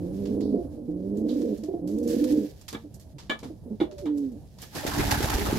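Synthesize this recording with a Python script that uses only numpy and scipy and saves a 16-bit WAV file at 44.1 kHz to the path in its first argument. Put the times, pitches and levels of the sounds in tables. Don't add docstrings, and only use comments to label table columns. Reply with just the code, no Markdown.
import sys
import numpy as np
from scipy import signal
from scipy.fft import rfft, irfft, next_fast_len
from scipy.io import wavfile

SR = 44100
rng = np.random.default_rng(int(sys.argv[2]) if len(sys.argv) > 2 else 0)


def int16_out(signal):
    q = np.round(np.clip(np.atleast_2d(signal).T, -1, 1) * 32767)
    wavfile.write(sys.argv[1], SR, q.astype(np.int16))


N = 246298
T = np.arange(N) / SR

# frequency in Hz, relative level in dB.
THROAT = [(60, -45), (150, -6), (300, 2.5), (420, 0.5), (495, -1), (590, -6), (690, -18.5), (900, -23.5),
          (1500, -47), (4000, -98.5)]
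# frequency in Hz, relative level in dB.
SCRATCH_TONE = [(530, -43.5), (900, -0.5), (1480, -8.5), (1690, -9), (2510, -9), (4710, -2.5), (7410, -5),
                (8860, -11), (12700, -8), (15500, -33)]
PORT_LIKENESS = .75


def undb(db):
    return 10 ** (np.asarray(db) / 20)


def unit(x):
    return x / np.sqrt(np.mean(x ** 2))


def walk(rate):
    size = next_fast_len(N)
    hz = np.fft.rfftfreq(size, 1 / SR)
    spectrum = rfft(rng.standard_normal(size)) / (1 + (hz / rate) ** 4)
    return unit(irfft(spectrum, size)[:N])


def colour(x, points):
    hz, db = np.transpose(points)
    size = next_fast_len(N)
    log_hz = np.log(np.fft.rfftfreq(size, 1 / SR) + 1)
    gain = undb(np.interp(log_hz, np.log(hz), db))
    return unit(irfft(rfft(x, size) * gain, size)[..., :N])


def noise(likeness):
    share = np.clip(likeness, 0, 1)
    common = np.sqrt(share) * rng.standard_normal(N)
    return common + np.sqrt(1 - share) * rng.standard_normal((2, N))


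def grains(spread_db, size=40):
    grain_db = spread_db * np.repeat(rng.standard_normal(N // size + 1), size)[:N]
    return unit(undb(grain_db))


def pan(x, right_db):
    return x * undb(np.array([[-right_db], [right_db]]) / 2)


def ramp(elapsed_s, length_s):
    return np.clip(elapsed_s / length_s, 0, 1)


def gate(age, length_s, attack_s, release_s):
    return ramp(age, attack_s) * ramp(length_s - age, release_s) ** 2


def cycle(hz):
    return 2 * np.pi * np.cumsum(hz) / SR


def strokes(rows, rise_s):
    power = np.zeros(N)
    for s, db, t60 in rows:
        start = int(s * SR)
        age = T[:min(N - start, SR // 2)]
        stroke = undb(db - 60 * age / t60) * (1 - np.exp(-age / rise_s))
        power[start:start + len(age)] += stroke ** 2
    return np.sqrt(power)


def narrow_strokes(rows, width_oct, rise_s):
    out = 0
    for s, db, t60, hz in rows:
        band = [(hz * 2 ** (k * width_oct), -4 * k * k) for k in range(-4, 5)]
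        out = out + colour(noise(0.14), band) * strokes([(s, db, t60)], rise_s=rise_s)
    return out


def ring(modes):
    t = T[:SR // 3]
    y = sum(undb(db - 60 * t / t60) * np.sin(2 * np.pi * hz * t) for hz, db, t60 in modes)
    return y / np.abs(y).max()


def churn(x, depth_db, rate):
    out = 0
    for hz in 220 * 2 ** (np.arange(8) / 2):
        band = signal.sosfiltfilt(signal.butter(4, hz, fs=SR, output="sos"), x)
        out = out + band * undb(depth_db * walk(rate))
        x = x - band
    return unit(out + x)


def loft(x, wet_db, t60=0.37):
    t = T[:SR // 3]
    tail = rng.standard_normal((2, len(t))) * undb(-60 * t / t60) * (t > .003)
    tail /= np.sqrt(np.sum(tail ** 2, axis=1, keepdims=True))
    tail = signal.sosfilt(signal.butter(3, 450, "high", fs=SR, output="sos"), tail)
    return x + undb(wet_db) * signal.fftconvolve(np.atleast_2d(x), tail, axes=1)[:, :N]


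def wall_echo(x, lag_s=.0236, echo_db=-11):
    return x + undb(echo_db) * np.interp(T - lag_s, T, x, left=0)


def rolling_coos(sum_db=-6, double_db=0, triple_db=-5, top_db=-15, high_db=-27, beat_db=-24,
                 over_gain_db=-4.5, rasp_db=-17, jitter=0.037, upper_jitter=0.0853, upper_lock=0.18,
                 wobble=0.01695, wobble_db=2.0, slip=1.36):
    # start in seconds, length in seconds.
    coo_spans = [(0.0, 0.605), (.878, 0.69), (1.813, .67)]
    # time in seconds, boost of the upper voice in dB,
    # boost of the overtones in dB, half length in seconds (short ones are lengthened below).
    surges = [(0.544, 6.5, 11, 0.0061), (1.233, 5.5, -2, 0.0064), (1.272, 3, 2, 0.0081),
              (1.37, 10.5, -1, 0.0096), (1.404, 8, -13, 0.006), (1.436, 10.5, -8, 0.0037),
              (1.453, 4.5, 9, 0.0079), (1.53, 3.5, -2, 0.0029), (2.14, 2.5, 1.5, 0.012),
              (2.224, 11, -4, 0.011), (2.323, 5.5, -0.5, 0.02), (2.383, 16.5, 0, 0.0071)]
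    # time in seconds, lower pitch in Hz, upper pitch in Hz,
    # then relative levels of the lower voice, upper voice and overtones in dB.
    roll = [(0, 176.2, 298, -40.5, -38.5, -44), (0.091, 179.3, 295, -40.5, -41.5, -40.5),
            (0.162, 193.6, 280, -35, -42, -44.5), (.22, 199, 280, -35.5, -40, -34),
            (0.298, 200.6, 280, -34.5, -34.5, -37), (0.389, 202.6, 284, -40, -31.5, -36),
            (0.482, 212.3, 288, -36.5, -33.5, -41.5), (0.551, 202, 280, -32.5, -30, -32.5),
            (0.621, 172, 300, -36, -36, -29), (0.877, 162, 295, -43, -35.5, -52),
            (0.951, 178, 295, -44, -39, -43.5), (1.029, 189.5, 290, -36, -40.5, -40.5),
            (1.148, 210, 305, -34.5, -37.5, -35), (1.249, 224.1, 298, -33, -33, -37),
            (1.349, 245, 292, -29, -37, -34), (1.449, 236, 305, -33, -36.5, -35.5),
            (1.52, 207.8, 290, -32, -36, -32.5), (1.58, 180.3, 300, -42, -29, -36),
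            (1.812, 165.1, 300, -44, -37.5, -42.5), (1.9, 194.4, 300, -37.5, -37, -40.5),
            (1.96, 222, 305, -33, -33, -37.5), (2.052, 245.3, 308, -31.5, -35.5, -32.5),
            (2.16, 245.3, 303, -33.5, -31, -34), (2.261, 243.8, 302, -32.5, -35, -35.5),
            (2.339, 254, 290, -42, -27.5, -34.5), (2.41, 210.8, 298, -33, -42, -35),
            (2.48, 189.5, 285, -54, -28, -43)]
    shortest_surge_s = .006
    surge_duck = 1

    start, length = np.array(coo_spans)[np.searchsorted([coo[0] for coo in coo_spans[1:]], T)].T
    times, *course = np.transpose(roll)
    hz, upper_hz, low_db, up_db, over_db = (np.interp(T, times, column) for column in course)
    up_surge_db, over_surge_db = sum(
        np.outer(boosts, np.exp(-((T - s) / max(half, shortest_surge_s)) ** 4))
        for s, *boosts, half in surges)
    low_db = low_db - surge_duck * up_surge_db
    over_db = over_db + over_surge_db

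    unrest = np.clip((hz - 175) / 50, .3, 1.2)
    shake = 1 + jitter * unrest * walk(81.0)
    low = cycle(hz * shake * (1 + wobble * unrest * walk(28.4)))
    loose = (1 - upper_lock * unrest) / undb(up_surge_db)
    up = cycle(upper_hz * shake * (1 + upper_jitter * loose * walk(69)))
    lower = undb(low_db + wobble_db * unrest * walk(30)) * np.sin(low)
    upper_tones = undb(up_surge_db) * np.sin(up) + undb(beat_db) * np.sin(up - low)
    upper = undb(up_db + 2 * loose * walk(50)) * upper_tones

    mixed = undb(double_db) * np.sin(2 * low)
    mixed += undb(sum_db) * np.sin(low + up + slip * walk(28))
    mixed += undb(top_db) * np.sin(2 * up)
    mixed += undb(high_db) * np.sin(2 * low + up)
    third = undb(triple_db) * (200 / hz) ** 4 * np.sin(3 * low)
    overtones = colour(mixed + third, THROAT) * undb(over_db + over_gain_db + 1.8 * walk(60))
    breath = colour(rng.standard_normal(N), THROAT)
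    rasp = breath * undb(up_db + rasp_db) * (1 + 2 * np.cos(up - low))
    coo = (lower + upper + overtones + rasp) * undb(5.5)
    return coo * gate(T - start, length, attack_s=0.005, release_s=0.033)


def feathers(rustle_db=-2, scratch_db=-8, split_hz=6000):
    # time in seconds, relative peak in dB, rise in seconds, fall in seconds.
    shuffles = [(.25, -57.5, 0.26, 0.15), (1.41, -58, 0.17, 0.2), (2.11, -42, 0.043, 0.21),
                (3.01, -60, 0.018, 0.032), (4.02, -70.5, 0.077, 1), (4.628, -41.5, 0.018, 0.025),
                (4.755, -38.5, 0.018, 0.017)]
    # frequency in Hz, relative level in dB.
    rustle_tone = [(590, -9.5), (1000, -18.5), (1330, -18.5), (1680, -7.5), (2040, -13), (4810, -7.5),
                   (7360, -11), (8740, -15.5), (12600, -11), (15500, -20)]
    # start in seconds, relative peak in dB,
    # time to fade by 60 dB in seconds, level of the top end against the body in dB.
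    scratches = [(0.2544, -36.5, 0.15, -8), (0.406, -38.5, 0.11, -4), (1.17, -58, 0.25, 15),
                 (1.284, -43, 0.67, -1), (1.4167, -38.5, 0.089, -0.5), (1.4536, -47, 0.07, 4),
                 (1.575, -49.5, 0.14, 7.5), (1.635, -41.5, 0.19, 1), (1.8731, -46, 0.49, 7),
                 (1.9836, -48, 0.12, 11), (2.0293, -52, 0.13, 16), (2.0751, -42, 0.52, 11),
                 (2.2404, -29.5, 0.069, 3.5), (2.3206, -49, 0.08, 17.5), (2.612, -42, 0.075, 5),
                 (2.6812, -27.5, 0.2, -2), (2.7272, -35.5, 0.11, 3), (2.9414, -54, 0.12, 18.5),
                 (2.9976, -52, 0.17, 12), (3.1835, -37, 0.34, -9), (3.297, -42.5, 0.038, 6.5),
                 (3.3898, -38.5, 0.14, -4), (3.431, -40.5, 0.29, -2), (3.912, -43, 0.2, -11),
                 (3.9808, -39, 0.2, -1), (4.0566, -46, 0.12, -1), (4.1744, -50, 0.24, 7.5),
                 (4.318, -58.5, 0.15, 8), (4.5855, -41, 0.19, -7), (4.6186, -41, 0.087, 13)]
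    rest_db = -70
    flicks_per_s, flick_db, flick_spread_db, flick_t60_s = 4, -67, 3, .14

    slide = undb(rest_db) + sum(undb(db) * np.exp(-np.maximum((s - T) / rise, (T - s) / fall))
                                for s, db, rise, fall in shuffles)
    crackle = colour(noise(0.098) * grains(spread_db=3.0, size=14), rustle_tone)
    rustle = crackle * slide * undb(rustle_db + 2.5 * walk(14.0))

    grit = colour(noise(.15) * grains(spread_db=3.5, size=24), SCRATCH_TONE)
    body = signal.sosfiltfilt(signal.butter(2, split_hz, fs=SR, output="sos"), grit)
    top_end = grit - body
    chance = rng.random((int(flicks_per_s * N / SR), 2))
    flicks = [(when * T[-1], flick_db + flick_spread_db * (2 * size - 1), flick_t60_s, 0)
              for when, size in chance]
    rows = scratches + flicks
    scratch = body * strokes([(s, db, t60) for s, db, t60, _ in rows], rise_s=0.00028)
    scratch += top_end * strokes([(s, db + top, t60) for s, db, t60, top in rows], rise_s=0.00036)
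    return pan(rustle + undb(scratch_db) * scratch, right_db=2.0)


def yard(treble_drop_db=17):
    # frequency in Hz, relative level in dB.
    yard_tone = [(13, -11), (22, -29.5), (59, 0.5), (92, 1), (117, -1), (146, -2.5), (438, -19), (530, -17),
                 (661, -13), (869, -15.5), (970, -18), (2150, -38.5), (4390, -51.5), (10600, -25),
                 (15500, -44)]
    # time in seconds, relative level in dB.
    yard_levels = [(0, -38.5), (.7, -46), (1.7, -48.5), (2.3, -46.5), (2.7, -47.5), (3.3, -47),
                   (4.3, -46.5), (5.58, -55)]
    dark = [(hz, db - treble_drop_db * np.clip(np.log2(hz / 500), 0, 1)) for hz, db in yard_tone]
    level_db = np.interp(T, *np.transpose(yard_levels)) + 2 * walk(8.4)
    return pan(colour(noise(PORT_LIKENESS), dark) * undb(level_db), right_db=2.0)


def drags():
    # start in seconds, relative peak in dB, time to fade by 60 dB in seconds, pitch in Hz.
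    drag_rows = [(.254, -63, 0.14, 2950), (0.409, -64, 0.56, 4450), (1.287, -54, 0.24, 3870),
                 (3.183, -61, 0.14, 4050)]
    return pan(narrow_strokes(drag_rows, width_oct=0.27, rise_s=0.0061), right_db=25.0)


def whines(edge_s=.035):
    # start in seconds, length in seconds, relative level in dB, starting pitch in Hz,
    # fall in Hz per second (negative rises).
    whine_rows = [(0.522, 0.13, -44, 697, 98), (1.634, .1, -47, 618, -900),
                  (1.719, 0.086, -44, 696.3, -100), (3.005, 0.13, -63, 660, 100),
                  (3.852, 0.19, -42, 621, 298.5)]
    out = 0
    waver = 1 + 0.0079 * walk(34)
    flicker_db = 1.4 * walk(30)
    for s, length, db, hz, fall in whine_rows:
        age = np.clip(T - s, 0, length)
        note = np.sin(cycle((hz - fall * age) * waver))
        out = out + note * undb(db + flicker_db) * gate(age, length, edge_s, edge_s)
    return out


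def hoots(gain_db=-1, octave_db=-12, fifth_db=-15, rasp_db=-14):
    # start in seconds, relative peak in dB, pitch in Hz before
    # the sag and waver, length in seconds.
    hoot_rows = [(0.586, -22.5, 350, 0.045), (0.642, -29, 292, 0.059), (0.681, -38.5, 290.3, 0.26),
                 (0.724, -38.5, 243, 0.12), (0.772, -32, 295, 0.067), (0.806, -36, 237.6, 0.18),
                 (1.584, -31, 233.3, 0.073), (1.626, -28.5, 313, 0.072), (1.698, -34, 376, 0.13),
                 (1.683, -21.5, 393.6, 0.038), (1.737, -19, 359.6, 0.031), (1.788, -31, 314, 0.034),
                 (2.837, -38, 297.5, 0.068), (3.136, -40, 145, 0.084), (3.449, -35.5, 255.5, 0.065),
                 (3.496, -33, 317, 0.057), (3.654, -36, 241, 0.1), (3.705, -26.5, 222.7, 0.063),
                 (3.812, -13, 334, 0.031), (3.919, -38, 372, 0.064), (4.317, -35, 224.3, 0.065),
                 (4.353, -35, 288.5, 0.046)]
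    out = np.zeros(N)
    waver = 1 + .05 * walk(70)
    rasp = undb(rasp_db) * colour(rng.standard_normal(N), THROAT)
    for s, db, hz, length in hoot_rows:
        u = np.linspace(0, 1, int(length * SR))
        span = slice(int(s * SR), int(s * SR) + len(u))
        phase = cycle(hz * (1 - .06 * (u - .3)) * waver[span])
        throat_db = np.interp(2 * hz, *np.transpose(THROAT)) / 2
        overtones = undb(octave_db) * np.sin(2 * phase) + undb(fifth_db) * np.sin(phase + phase / 2)
        voice = np.sin(phase) + undb(throat_db) * overtones + rasp[span]
        out[span] += undb(db + gain_db) * np.sin(np.pi * u ** 0.43) ** 2 * voice
    return out


def knocks(ring_db=2, thump_db=0, crack_db=-2, crack_t60=0.16, scuff=.08, tail_s=.17):
    # time in seconds, then relative levels in dB of board ring, perch ring, thump and crack,
    # then contact time in seconds, hardness as the treble limit in Hz.
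    knock_rows = [(2.728, -43, -62, -32.5, -31.5, 0.0031, 6300),
                  (2.748, -31, -40, -22, -37.5, 0.0077, 5030), (3.2962, -26, -41, -24, -25, 0.002, 5500),
                  (3.2998, -15, -57, -27, -39, 0.0069, 6000), (3.308, -20.5, -51, -24.5, -37, 0.019, 4500),
                  (3.3167, -29, -44.5, -39, -42, .014, 4190), (3.429, -55, -38.5, -28, -35.5, 0.0028, 2200),
                  (3.802, -52, -30.5, -18.5, -27.5, 0.02, 4500),
                  (4.057, -56, -42.5, -27, -33.5, 0.0028, 4500),
                  (4.626, -39.5, -53, -43, -42.5, 0.011, 3000)]
    # frequency in Hz, relative level in dB, time to fade by 60 dB in seconds.
    board_modes = [(810, -16, .16), (852, -17, .12), (1168, -8, .1), (1237, -6, .1), (1308, -16, .12),
                   (1440, -19, .12), (1718, 2.5, .075), (1797, -12, .08), (1925, -17, .1), (2165, -19, .06),
                   (2309, -1, .055), (2353, -10, .06), (2600, -18, .06), (2925, -12, .05), (2992, -4, .07),
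                   (3062, -4, .07), (3305, -10, .07), (3420, -3, .07), (3570, -10, .07), (3800, -17, .06),
                   (6778, -11, .06), (6880, -14, .05)]
    perch_modes = [(812, 0, .15), (900, -7, .08), (1180, -12, .1), (1443, -7, .09), (2164, -4, .06),
                   (2315, -4, .08), (2912, -7, .09), (3451, -2, .09), (3752, -2, .08), (4300, -10, .06)]
    frame_modes = [(221.6, -2.5, 0.32), (284, 7.5, 0.057), (365, -1.5, 0.095), (416, -13, 0.038),
                   (463, -6, 0.22), (872, -19, 0.29)]
    # frequency in Hz, relative level in dB.
    crack_tone = [(59, -55.5), (100, -22), (285, 6), (1020, -2.5), (1210, -5), (1560, -12), (1730, -10),
                  (2050, -12.5), (2270, -20), (3530, -10.5), (4700, -22.5), (15000, -36)]

    taps, thumps, t = np.zeros((2, 2, N)), np.zeros(N), T[:SR // 20]
    for s, board_db, perch_db, low_db, _, contact, hard_hz in knock_rows:
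        start = int(s * SR)
        push = scuff * rng.standard_normal((2, len(t))) * np.exp(-t / contact)
        push[:, 0] += 1
        push = signal.sosfilt(signal.butter(2, hard_hz, fs=SR, output="sos"), push)
        taps[..., start:start + len(t)] += undb([board_db, perch_db])[:, None, None] * push
        thumps[start] += undb(low_db)
    boards = sum(signal.fftconvolve(tap, ring(modes)[None], axes=1)[:, :N]
                 for tap, modes in zip(taps, (board_modes, perch_modes)))
    frame = signal.fftconvolve(thumps, ring(frame_modes))[:N]
    frame = signal.sosfilt(signal.butter(2, [170, 1000], "band", fs=SR, output="sos"), frame)
    crack_rows = [(s, db, crack_t60) for s, _, _, _, db, _, _ in knock_rows]
    crack = colour(noise(0.22), crack_tone) * strokes(crack_rows, rise_s=0.0055)
    hits = loft(undb(ring_db) * boards + undb(crack_db) * crack, wet_db=-10.0, t60=tail_s)
    return pan(hits + undb(thump_db) * frame, right_db=2.0)


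def smooth_coo(half_db=-14, octave_db=-31, rasp_db=-24):
    start_s, length_s = 4.015, 0.35
    note_hz, fall_hz_per_s = 304, 90
    drop_hz, drop_s, sag_hz, sag_s = 124, 0.0454, 71.3, 0.185
    start_db, fade_db_per_s = -24, 20
    age = T - start_s
    hz = note_hz - fall_hz_per_s * np.clip(age, 0, length_s)
    hz += drop_hz * (1 - ramp(age, drop_s))
    hz -= sag_hz * ramp(age - length_s + sag_s, sag_s) ** 2
    db = start_db - fade_db_per_s * np.maximum(age, 0)
    phase = cycle(hz * (1 + .01 * walk(40)))
    fifth = np.sin(phase + phase / 2) * undb(half_db + 0.64 * (db - db.max()))
    octave = undb(octave_db) * np.sin(2 * phase)
    rasp = undb(rasp_db) * colour(rng.standard_normal(N), THROAT)
    note = np.sqrt(2) * (np.sin(phase) + fifth + octave + rasp) * undb(db + 0.82 * walk(96))
    return note * gate(age, length_s, attack_s=0.078, release_s=0.099)


def flight(rush_db=-3, flutter_db=-9, beat_db=-11, puff_db=-2, puff_cycles=0.57):
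    # time in seconds, relative slap in dB,
    # time to fade by 60 dB in seconds, relative puff in dB, puff pitch in Hz, relative whoosh in dB.
    beats = [(4.752, -28.5, 0.51, -30.5, 132, -36), (4.863, -21, 0.19, -22.5, 103.5, -31.5),
             (4.979, -25, 0.16, -20, 122.6, -26), (5.1086, -16, 0.14, -17, 98, -41),
             (5.224, -20.5, 0.2, -17, 105, -29), (5.335, -23.5, 0.18, -15, 52.6, -35),
             (5.474, -42, 0.36, -25, 107, -33.5), (5.568, -33, 0.17, -20, 120, -26)]
    # time in seconds, relative peak in dB, time to fade by 60 dB in seconds.
    claps = [(4.934, -26.5, 0.21), (5.0594, -41, 0.48), (5.296, -19.5, 0.088)]
    # time in seconds, relative peak in dB, pitch in Hz.
    bumps = [(4.852, -18.5, 322), (4.947, -23, 115), (5.028, -22, 126), (5.055, -27, 110),
             (5.18, -20.5, 130), (5.207, -16, 336), (5.302, -24, 270), (5.386, -19, 347),
             (5.53, -12.5, 293.7), (5.544, -21, 115.3), (5.56, -17.5, 166.3)]
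    # start in seconds, relative peak in dB,
    # time to fade by 60 dB in seconds, pitch in Hz.
    swish_rows = [(4.78, -35, 0.15, 1720), (4.832, -28.5, 0.14, 588), (4.915, -38.5, 0.33, 1040),
                  (5.11, -32.5, 0.47, 1580), (5.457, -25, 0.064, 1260)]
    # frequency in Hz, relative level in dB.
    wing_tone = [(150, -45), (250, -16), (297, -1.5), (324, -18), (392, -23), (563, -14), (852, -14),
                 (1120, -17.5), (1590, -17), (2130, -19.5), (5220, -21), (7510, -24), (8470, -27.5),
                 (12400, -22.5), (15500, -32)]
    buffet_tone = [(12, -37), (20, -11), (54, 6), (113, 3.5), (160, -12), (198, 3.5), (323, -10.5),
                   (400, 0), (520, -26), (880, -120)]
    whoosh_tone = [(90, -7), (200, 1.5), (330, 3.5), (480, -3.5), (700, -8), (1050, -11.5), (1600, -24),
                   (4000, -36), (15000, -35)]
    # frequency in Hz, width in Hz, relative level in dB.
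    hollow_rows = [(858, 57, 1), (1770, 370, 4.5)]
    take_off_s, take_off_rise_s, nearest_s = 4.7, 0.083, 5.02
    air_peak_db, approach_db_per_s, leave_db_per_s = -28, 48, 4
    wash_peak_db, wash_approach_db_per_s = -31, 56
    puff_lag_s, whoosh_lag_s, whoosh_half_s = 0.021, 0.017, 0.025

    before, after = np.maximum(nearest_s - T, 0), np.maximum(T - nearest_s, 0)
    air_db = air_peak_db - approach_db_per_s * before - leave_db_per_s * after
    rush = churn(colour(noise(.1) * grains(spread_db=2.5), wing_tone), depth_db=4.5, rate=22)
    rush *= undb(air_db + rush_db + 1.2 * walk(35))

    hollows = ring([(hz, db, np.log(1000) / (np.pi * width_hz)) for hz, width_hz, db in hollow_rows])
    bursts = noise(.2) * grains(spread_db=4, size=500)
    flutter = unit(signal.fftconvolve(bursts, hollows[None], axes=1)[:, :N])
    flutter *= undb(air_db + flutter_db)

    blows = [beat[:3] for beat in beats] + claps
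    slaps = colour(noise(0.046) * grains(spread_db=3.5), SCRATCH_TONE)
    slaps = slaps * strokes(blows, rise_s=0.0014) * undb(beat_db)
    slaps += colour(noise(.3) * grains(spread_db=4), wing_tone) * strokes(blows, rise_s=.004) * undb(-6)

    downstrokes = sum(undb(db) * np.exp(-((T - s - whoosh_lag_s) / whoosh_half_s) ** 2)
                      for s, *_, db in beats)
    whoosh = colour(noise(0.59), whoosh_tone) * downstrokes
    swishes = narrow_strokes(swish_rows, width_oct=0.12, rise_s=0.0032)
    wash_db = wash_peak_db - wash_approach_db_per_s * before + 2.4 * walk(17)
    wash = colour(noise(PORT_LIKENESS), buffet_tone) * undb(wash_db)

    puffs = 0
    for s, db, hz in [(s + puff_lag_s, db, hz) for s, _, _, db, hz, _ in beats] + bumps:
        swell = undb(db + puff_db) * np.exp(-((T - s) * hz / puff_cycles) ** 2)
        puffs = puffs + swell * np.sin(2 * np.pi * (hz * T + rng.random()))
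    air = (rush + flutter + wash) * ramp(T - take_off_s, take_off_rise_s)
    return pan(air + puffs + whoosh + slaps + swishes, right_db=1.5)


def scene():
    bird = wall_echo(rolling_coos() + hoots()) + smooth_coo() + whines()
    sides = np.array([np.interp(T - .00025, T, bird), bird])
    voice = loft(sides, wet_db=-5)
    return pan(voice, right_db=4.0) + knocks() + drags() + feathers() + flight() + yard()


def record(dry, shade_hz=6500, shade=0.56, top_hz=15750):
    treble = signal.sosfiltfilt(signal.butter(3, shade_hz, "high", fs=SR, output="sos"), dry[0])
    sides = np.array([dry[0] - shade * treble, dry[1]])
    return signal.sosfilt(signal.ellip(10, .2, 80, top_hz, fs=SR, output="sos"), sides)


dry = scene()
out = record(dry)
int16_out(out)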